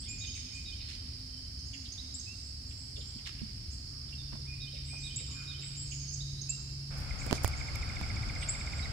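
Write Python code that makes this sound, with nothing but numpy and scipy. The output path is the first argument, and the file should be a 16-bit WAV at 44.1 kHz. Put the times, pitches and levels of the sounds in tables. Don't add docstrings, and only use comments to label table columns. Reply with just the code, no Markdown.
import sys
import numpy as np
from scipy import signal
from scipy.fft import rfft, irfft
from scipy.io import wavfile

SR = 44100
rng = np.random.default_rng(int(sys.argv[2]) if len(sys.argv) > 2 else 0)


def store_wav(level_fs):
    pcm = np.round(np.clip(np.atleast_2d(level_fs), -1, 1) * 32767)
    wavfile.write(sys.argv[1], SR, pcm.T.astype(np.int16))


N = 393372
TIME = np.arange(N) / SR


def amp(db):
    return 10 ** (np.asarray(db) / 20)


def evened(x):
    return x / np.sqrt(np.mean(x ** 2) + 1e-20)


def read(points, hz):
    f, value = np.transpose(points)
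    return np.interp(np.log(hz + 1), np.log(f + 1), value)


def follow(rows):
    times, *columns = np.transpose(rows)
    return [np.interp(TIME, times, column) for column in columns]


def sides(side_db):
    pair = np.array([amp(side_db / 2), amp(-side_db / 2)]).reshape(2, -1)
    return pair / np.sqrt((pair ** 2).mean(0))


def add(mix, s, sound):
    part = mix[:, max(round(s * SR), 0):][:, :sound.shape[-1]]
    part += sound[..., :part.shape[1]]


def drift(rate_hz, size=N):
    knots = rng.standard_normal(int(size / SR * rate_hz * 2) + 3)
    position = np.arange(size) / SR * rate_hz * 2
    return np.interp(position, np.arange(len(knots)), knots) * np.sqrt(3 / 2)


def scatter(from_s, to_s, low_hz, high_hz, count):
    when, pitch = rng.random((count, 2)).T
    times = from_s + (to_s - from_s) * (np.arange(count) + when) / count
    return zip(times, low_hz * (high_hz / low_hz) ** pitch)


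def noise(colour, side):
    # f/Hz, likeness (1 or more = the same)
    likeness = [(60, 1.1), (130, 0.96), (290, 0.67), (640, 0.51), (1400, 0.05), (3000, -0.07), (15000, 0)]
    hz = np.fft.rfftfreq(N, 1 / SR)
    left, other = rfft(rng.standard_normal((2, N)))
    same = np.clip(read(likeness, hz), -1, 1)
    pair = np.array([left, same * left + np.sqrt(1 - same ** 2) * other])
    return evened(irfft(pair * amp(read(colour, hz)) * sides(read(side, hz)), N))


def reflect(x, echoes):
    echoes = echoes / np.linalg.norm(echoes, axis=1, keepdims=True)
    return signal.fftconvolve(x, echoes, axes=1)[:, :N]


def woods(x, near_db=3, near_decay_s=.011, gap_s=.0066, echoes_per_s=2500):
    # f/Hz, fade/s
    fade_times = [(500, .58), (2500, 1.94), (4000, 1.96), (6500, 1.25), (8500, 0.34)]
    t = np.arange(SR) / SR
    echoes = rng.standard_normal((2, SR)) * (rng.random((2, SR)) < echoes_per_s / SR) * (t > gap_s)
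    echoes *= 1 + amp(near_db) * np.exp(-t / near_decay_s)
    hz, frame_s, bands = signal.stft(echoes, SR, nperseg=256)
    fade = amp(-60 * frame_s / read(fade_times, hz)[:, None])
    return reflect(x, signal.istft(bands * fade, SR, nperseg=256)[1])


def thicket(x, share, decay_s=.012):
    t = np.arange(SR // 16) / SR
    echoes = rng.standard_normal((2, len(t))) * np.exp(-t / decay_s)
    return np.sqrt(1 - share) * x + np.sqrt(share) * reflect(x, echoes)


def rumble():
    # f/Hz, relative level/dB
    colour = [(15, -28), (25, -15), (42, -3.5), (55, -3), (70, 3.5), (88, -4.5), (110, -3.5), (150, -14.5),
              (200, -17), (290, -22), (350, -25), (450, -37.5), (700, -80)]
    # t/s, level/dB
    loudness = [(0, -46), (2.7, -47.5), (4.1, -45.5), (6.85, -45), (6.95, -38), (7.6, -40.5), (8, -38),
                (8.92, -39.5)]
    return noise(colour, side=[(60, .51), (300, 3.1)]) * amp(follow(loudness)[0] + drift(3))


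def hiss(level_db=-61):
    # f/Hz, relative level/dB
    colour = [(150, -7), (400, -6.5), (650, 0.5), (900, -6.5), (1400, -1.5), (2400, 0.5), (3100, 1.5),
              (3800, -8), (6000, -53), (6400, 9.5), (6800, -2.5), (7600, 3.5), (8600, -1.5), (9900, -0.5),
              (11000, -9.5), (15500, -14.5)]
    # f/Hz, side/dB
    side = [(400, -2), (1300, -0.5), (2400, -4), (4400, -17), (7000, -18), (8500, 17), (10000, -3),
            (12000, 24)]
    return noise(colour, side) * amp(level_db)


def air_rush(gust_db=5, swell_db=3):
    # f/Hz, relative level/dB
    colour = [(140, -29), (200, -1), (270, -16), (410, -1), (520, 3.5), (640, 4), (800, 6), (950, -0.5),
              (1430, 8.5), (1850, 0), (2200, 6), (2550, 1.5), (3000, -3.5), (3700, -4), (6000, -16.5),
              (7400, -6), (9000, -15), (15000, -35)]
    # f/Hz, side/dB
    side = [(200, -20), (400, 2), (1400, 3.5), (2300, -1.5), (3000, -4.5), (7000, 3), (9000, 20),
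            (15000, 54)]
    # t/s, level/dB
    loudness = [(6.89, -100), (6.91, -51.5), (7.2, -49), (8, -48), (8.92, -48.5)]
    # f/Hz, relative level/dB
    gust_colour = [(15, -9), (35, 12), (80, 0.5), (140, -3.5), (300, -23), (600, -76)]
    gusts = np.array([noise(gust_colour, side=[(60, 0)])[0] * amp(gust_db + swell_db * drift(1.4))
                      for ear in range(2)])
    return (noise(colour, side) + gusts * sides(12)) * amp(follow(loudness)[0])


def engine():
    # t/s, f/Hz, level/dB, octave level/dB
    course = [(0, 126.4, -75, -62), (1.4, 128.6, -81, -62), (2.4, 132, -78, -64.5), (3.1, 132, -53, -68.5),
              (3.8, 135.3, -62.5, -72.5), (4.2, 137, -47, -74), (5.2, 138.1, -48.5, -65.5),
              (6.3, 138.4, -43.5, -73), (6.9, 138, -43.5, -67.5), (7.4, 137.5, -48.5, -62),
              (8.92, 139.2, -54, -96)]
    hz, db, octave_db = follow(course)
    phase = 2 * np.pi * np.cumsum(hz + .5 * drift(3)) / SR
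    octave = amp(octave_db + 3 * drift(8.8)) * np.sin(2 * phase + 1.94 * drift(12))
    hum = amp(db + drift(4)) * np.sin(phase)
    return np.sqrt(2) * (hum + octave)


def far_ring(level_db=-71, swell_db=3):
    # f/Hz, relative level/dB
    colour = [(2000, -18), (2300, -11), (2700, -27), (3010, -18), (3110, -6), (3210, -14), (3600, -45)]
    return noise(colour, side=[(3000, 6.5)]) * amp(level_db + swell_db * drift(.97))


def insects(boost_db=3, flutter_db=.33, wing_hz=64.2, pulse_depth=.12):
    # f/Hz, relative level/dB
    colour = [(3000, -34), (3900, -20.5), (4200, -10.5), (4500, -2), (4650, -3.5), (4850, 2.5),
              (5020, -1.5), (5280, 2.5), (5500, -3.5), (5700, -16), (5950, -14), (7000, -56)]
    # t/s, level/dB
    loudness = [(0, -49.3), (1.5, -49.7), (2.8, -50.2), (3.7, -50.5), (4.25, -49.3), (5, -49.8), (7.2, -50),
                (8.92, -49.5)]
    strokes = np.sin(2 * np.pi * np.cumsum(wing_hz + .78 * drift(1.94)) / SR)
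    level = amp(follow(loudness)[0] + boost_db + flutter_db * drift(20))
    return noise(colour, side=[(5000, -6)]) * level * (1 + pulse_depth * strokes)


def rustles_and_chip(grain_db=3, side_db=-5, echo_db=-10):
    # t/s, decay/s, centre f/Hz, width/octaves, level/dB
    loud = [(0.233, 0.018, 3000, 0.46, -46), (0.87, 0.063, 3340, 0.75, -47.5),
            (2.969, 0.022, 416, 0.31, -51), (3.149, 0.015, 216, 0.32, -44), (3.258, 0.026, 2790, 0.86, -40),
            (3.411, .022, 193, 0.28, -41), (4.32, 0.023, 700, 1.43, -47.5), (4.326, 0.014, 190, 0.52, -37),
            (4.926, 0.022, 447, 1.15, -53), (6.961, .046, 6900, 0.78, -55), (7.2, .091, 9000, 1, -61),
            (7.258, .023, 595, 0.56, -42), (7.312, 0.024, 480, .7, -36.5), (7.336, 0.023, 5140, 0.6, -39.5),
            (7.425, 0.026, 7500, 0.54, -46), (7.443, 0.01, 550, 0.54, -40), (8.418, .02, 3140, .22, -41)]
    faint = [(s, .03, hz, .4, -57.5)
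             for s, hz in scatter(from_s=4.3, to_s=5.9, low_hz=350, high_hz=500, count=5)]
    out, t = np.zeros((2, N)), np.arange(SR // 2) / SR
    hz = np.fft.rfftfreq(len(t), 1 / SR) + 1
    for s, decay, centre_hz, octaves, db in loud + faint:
        grains = rng.standard_normal((2, len(t))) * amp(grain_db * drift(155, len(t)))
        band = np.exp(-(np.log2(hz / centre_hz) / octaves) ** 2 / 2)
        burst = evened(irfft(rfft(grains) * band, len(t)))
        swell = np.minimum(t / (.5 * decay), 1) * np.exp(-(t / decay) ** 2 / 2)
        add(out, s, amp(db) * burst * swell * sides(side_db))
    return out + amp(echo_db) * woods(out)


def knocks(click_s=.00091, ring_s=.021, ring_db=-25, hollow_hz=800, hollow_s=.00047, side_db=-9):
    # t/s, click level/dB, treble relative to click/dB, thump level/dB, thump f/Hz
    hits = [(3.418, -63, -10, -30, 149), (7.265, -33, 6, -31, 260), (7.311, -19.5, -22, -23, 250),
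            (7.328, -13, -32, -20, 290), (7.436, -36, 15, -60, 89.4), (7.446, -17, 1.5, -15.5, 101),
            (7.4779, -28.5, 11, -53, 200), (7.757, -39, 16.5, -72, 200), (8.013, -29, -12, -27, 170)]
    out, t = np.zeros((2, N)), np.arange(SR // 10) / SR
    fade = np.exp(-t / click_s) + amp(ring_db) * np.exp(-t / ring_s)
    hollow = np.sin(2 * np.pi * hollow_hz * t) * np.exp(-t / hollow_s)
    for s, db, treble_db, thump_db, thump_hz in hits:
        burst = rng.standard_normal((2, len(t))) * fade
        body = signal.lfilter(*signal.butter(1, 1800, fs=SR), burst)
        snap = signal.lfilter(*signal.butter(1, [5000, 10000], "band", fs=SR), burst)
        click = 2 * body + hollow + .5 * amp(treble_db) * snap
        cycles = thump_hz * t
        thump = np.sin(2 * np.pi * cycles) * np.exp(-cycles / .86)
        add(out, s, (amp(db) * click + amp(thump_db) * thump) * sides(side_db))
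    return out


def whistle(length, first_hz, middle_hz, last_hz, waver=.0093, bend=.67):
    progress = np.linspace(0, 1, max(int(length * SR), 16))
    size = len(progress)
    curve = np.polyfit([0, .5 ** bend, 1], [first_hz, middle_hz, last_hz], 2)
    hz = np.polyval(curve, progress ** bend)
    rasp = .1 * (first_hz > 1.2 * last_hz)
    hz *= 1 + waver * drift(197, size) + rasp * drift(468, size)
    return np.sqrt(2) * np.sin(2 * np.pi * np.cumsum(hz) / SR) * signal.windows.tukey(size, .5)


def perched(notes, smear=.15, echo_side_db=-4):
    direct, scattered = np.zeros((2, 2, N))
    for s, note, db, side_db, echo_db in notes:
        add(direct, s, amp(db) * note * sides(side_db))
        add(scattered, s, amp(db + echo_db) * note * sides(echo_side_db))
    return thicket(direct, share=smear) + woods(scattered)


def distance_echo_db(db, near_db=-45.5):
    return .53 * (near_db - db)


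def far_calls():
    # t/s, length/s, f/Hz, level/dB; the first row is the song's lingering echo at the start
    calls = [(0, 0.082, 3410, -56), (3.881, 0.079, 1246, -67), (5.25, 0.1, 1150, -63.5),
             (5.326, 0.12, 1468, -58), (5.454, 0.059, 1310, -65), (6.54, 0.062, 1214, -66)]
    out = np.zeros((2, N))
    for s, length, hz, db in calls:
        add(out, s, amp(db) * whistle(length, hz, hz, hz, waver=.102))
    return woods(out, near_db=17)


def hooks():
    # t/s, length/s, top f/Hz, level/dB, side/dB
    calls = [(0, 0.018, 8200, -48.5, 0), (0.079, 0.044, 7570, -45, -3), (0.176, 0.035, 6900, -50, -9),
             (.256, 0.027, 6620, -48, -4), (.337, 0.025, 6550, -48.5, -11), (2.139, 0.024, 7860, -40.5, 9),
             (2.32, 0.088, 8320, -77, 4), (2.78, 0.15, 8300, -79, 9), (3.457, 0.14, 8020, -96.5, -10),
             (4.838, 0.093, 8320, -57.5, 6), (4.991, 0.083, 8100, -54.5, 0), (5.157, 0.028, 7820, -35, -3),
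             (5.302, 0.035, 7400, -54, -4), (5.599, 0.095, 7990, -53.5, 1), (5.752, .096, 7880, -46.5, 5),
             (5.904, 0.034, 7050, -46.5, -12), (5.984, 0.038, 6680, -50, -7),
             (6.068, 0.034, 6620, -48, -12), (6.491, 0.022, 7680, -32, -5), (8.367, .076, 8400, -56, 9),
             (8.484, .027, 7900, -31, 1.5), (8.738, 0.06, 7950, -59.5, -1)]
    far_flock = [(s, .07, hz, -68, -5)
                 for s, hz in scatter(from_s=2.4, to_s=3.1, low_hz=7450, high_hz=8520, count=5)]
    notes = []
    for s, length, hz, db, side_db in calls + far_flock:
        note = whistle(length, .76 * hz, .97 * hz, hz, bend=.45)
        notes.append((s, note, db, side_db, distance_echo_db(db) + 2))
    return perched(notes, smear=.31, echo_side_db=-4.5)


def flicks(start_hz=5820, hz_per_s=72000, side_db=-12):
    # t/s, top f/Hz, level/dB
    calls = [(.326, 9300, -60), (.524, 8900, -56), (1.588, 6500, -52), (1.645, 7850, -62),
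             (1.722, 7700, -56), (1.795, 6900, -66), (1.918, 6940, -43), (2.193, 6770, -42),
             (3.7, 8850, -57), (4.981, 6400, -48), (5.862, 7640, -59), (5.94, 7800, -50),
             (6.113, 8360, -47), (6.139, 6800, -37.5), (6.413, 6800, -38.5), (7.181, 8500, -50),
             (7.556, 8400, -53.5)]
    notes = []
    for s, hz, db in calls:
        note = whistle((hz - start_hz) / hz_per_s, start_hz, (start_hz + hz) / 2, hz, bend=1)
        notes.append((s, note, db, side_db, distance_echo_db(db) - 1))
    return perched(notes)


def chips(length_s=.019, fall=.14, side_db=-9, echo_db=-7):
    # t/s, middle f/Hz, level/dB
    calls = [(1.363, 7300, -60), (1.73, 2730, -47.5), (1.846, 3640, -46.5), (2.215, 3950, -58),
             (2.701, 2850, -55.5), (2.954, 3700, -48), (3, 3520, -46.5), (3.18, 2630, -56),
             (3.245, 3650, -48.5), (3.385, 2720, -54), (4.076, 3590, -55), (4.121, 2730, -50),
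             (5.913, 2900, -47.5)]
    notes = []
    for s, hz, db in calls:
        note = whistle(length_s, hz * (1 + fall), hz, hz * (1 - fall), waver=.067)
        notes.append((s, note, db, side_db, echo_db))
    return perched(notes, smear=.95)


def slurs(overshoot=.36, side_db=-13):
    # t/s, length/s, f/Hz, scoop (share it starts below f), level/dB, relative echo/dB
    calls = [(0.787, .2, 4230, .01, -53, -15), (1.298, 0.12, 3078, -0.021, -65, 0),
             (1.973, 0.041, 3820, 0.14, -45.5, -6.5), (2.254, .11, 2680, 0.086, -54.5, -15),
             (4.174, 0.049, 3620, -0.105, -53, -3.5), (6.202, 0.021, 3830, 0.12, -43.5, -2.5),
             (6.374, 0.032, 4010, .07, -50, -2), (6.478, 0.09, 2696, 0.085, -51.5, -11),
             (8.818, .037, 3860, .04, -46.5, -25)]
    notes = []
    for s, length, hz, scoop, db, echo_db in calls:
        note = whistle(length, hz * (1 - scoop), hz, hz * (1 + overshoot * scoop), waver=.0081)
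        notes.append((s, note, db, side_db, echo_db))
    return perched(notes)


def song(side_db=-7, tree_line_s=.099, tree_line_db=-9):
    # t/s, length/s, first f/Hz, middle f/Hz, last f/Hz, relative level/dB
    phrase = [(-.018, .03, 2000, 2200, 2400, -17), (-.005, .1, 2410, 2455, 2435, -5.5),
              (.13, .058, 3500, 3810, 3250, -1), (.2, .03, 2920, 3070, 3090, -2),
              (.276, .04, 3050, 2550, 2100, -7)]
    # t/s, level/dB
    repeats = [(.072, -44), (.517, -47), (4.468, -46), (4.897, -44), (5.337, -45)]
    clear, blurred = np.zeros((2, 2, N))
    for start, effort_db in repeats:
        for s, length, *pitches, db in phrase:
            gain = amp(effort_db + db) * sides(side_db)
            add(clear, start + s, gain * whistle(length, *pitches, waver=.005, bend=1))
            add(blurred, start + s, gain * whistle(length, *pitches, waver=.09))
    hazy_echo = woods(amp(-6) * clear + amp(-10) * blurred)
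    out = amp(-2.5) * thicket(clear, share=.12) + hazy_echo
    add(out, tree_line_s, amp(tree_line_db) * thicket(clear, share=1, decay_s=.1))
    return out


def rattle(pitch_hz=1230, drop=.19, level_db=-39.5, side_db=-7, echo_db=-9):
    # multiple of the pitch, relative level/dB, time it peaks early/s
    tones = [(2, 2, 0), (2, -13, 0.0167), (3, -10.5, 0.0076), (4, -10.5, 0.0035), (5, -14, 0.0103),
             (6, -10, 0.0096)]
    first_s, run_s, settle_notes = 7.1102, 7.2175, 11.5
    half_s, width_s = .03, .0036
    out, t = np.zeros((2, N)), np.arange(-half_s, half_s, 1 / SR)
    gaps = .05686 + .02604 * np.exp(-np.arange(24) / settle_notes)
    glide_hz = pitch_hz * (1 - drop / (1 + np.exp(-t / .0028)))
    for n, s in enumerate([first_s, run_s, *(run_s + np.cumsum(gaps))]):
        hz = glide_hz * (1 + .025 * drift(197, len(t)))
        phase = 2 * np.pi * np.cumsum(hz) / SR
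        dull_db = -7 * np.exp(-2 * n / settle_notes)
        note = np.zeros(len(t))
        for multiple, db, early_s in tones:
            swell = np.exp(-((t + early_s) / width_s) ** 2 / 2)
            note += amp(db + dull_db * (multiple > 2)) * swell * np.sin(multiple * phase)
        gain = amp(level_db + .6 * rng.standard_normal())
        add(out, s + width_s / 2 - half_s, gain * note * sides(side_db))
    return out + amp(echo_db) * woods(out)


def scene():
    background = rumble() + hiss() + air_rush() + engine() + insects() + far_ring()
    birds = hooks() + flicks() + chips() + slurs() + song() + far_calls() + rattle()
    return background + birds + rustles_and_chip() + knocks()


def record(dry):
    low_pass = signal.firwin(511, 15800, window=("kaiser", 9), fs=SR)
    return signal.oaconvolve(dry, low_pass[None], "same")


dry = scene()
out = record(dry)
store_wav(out)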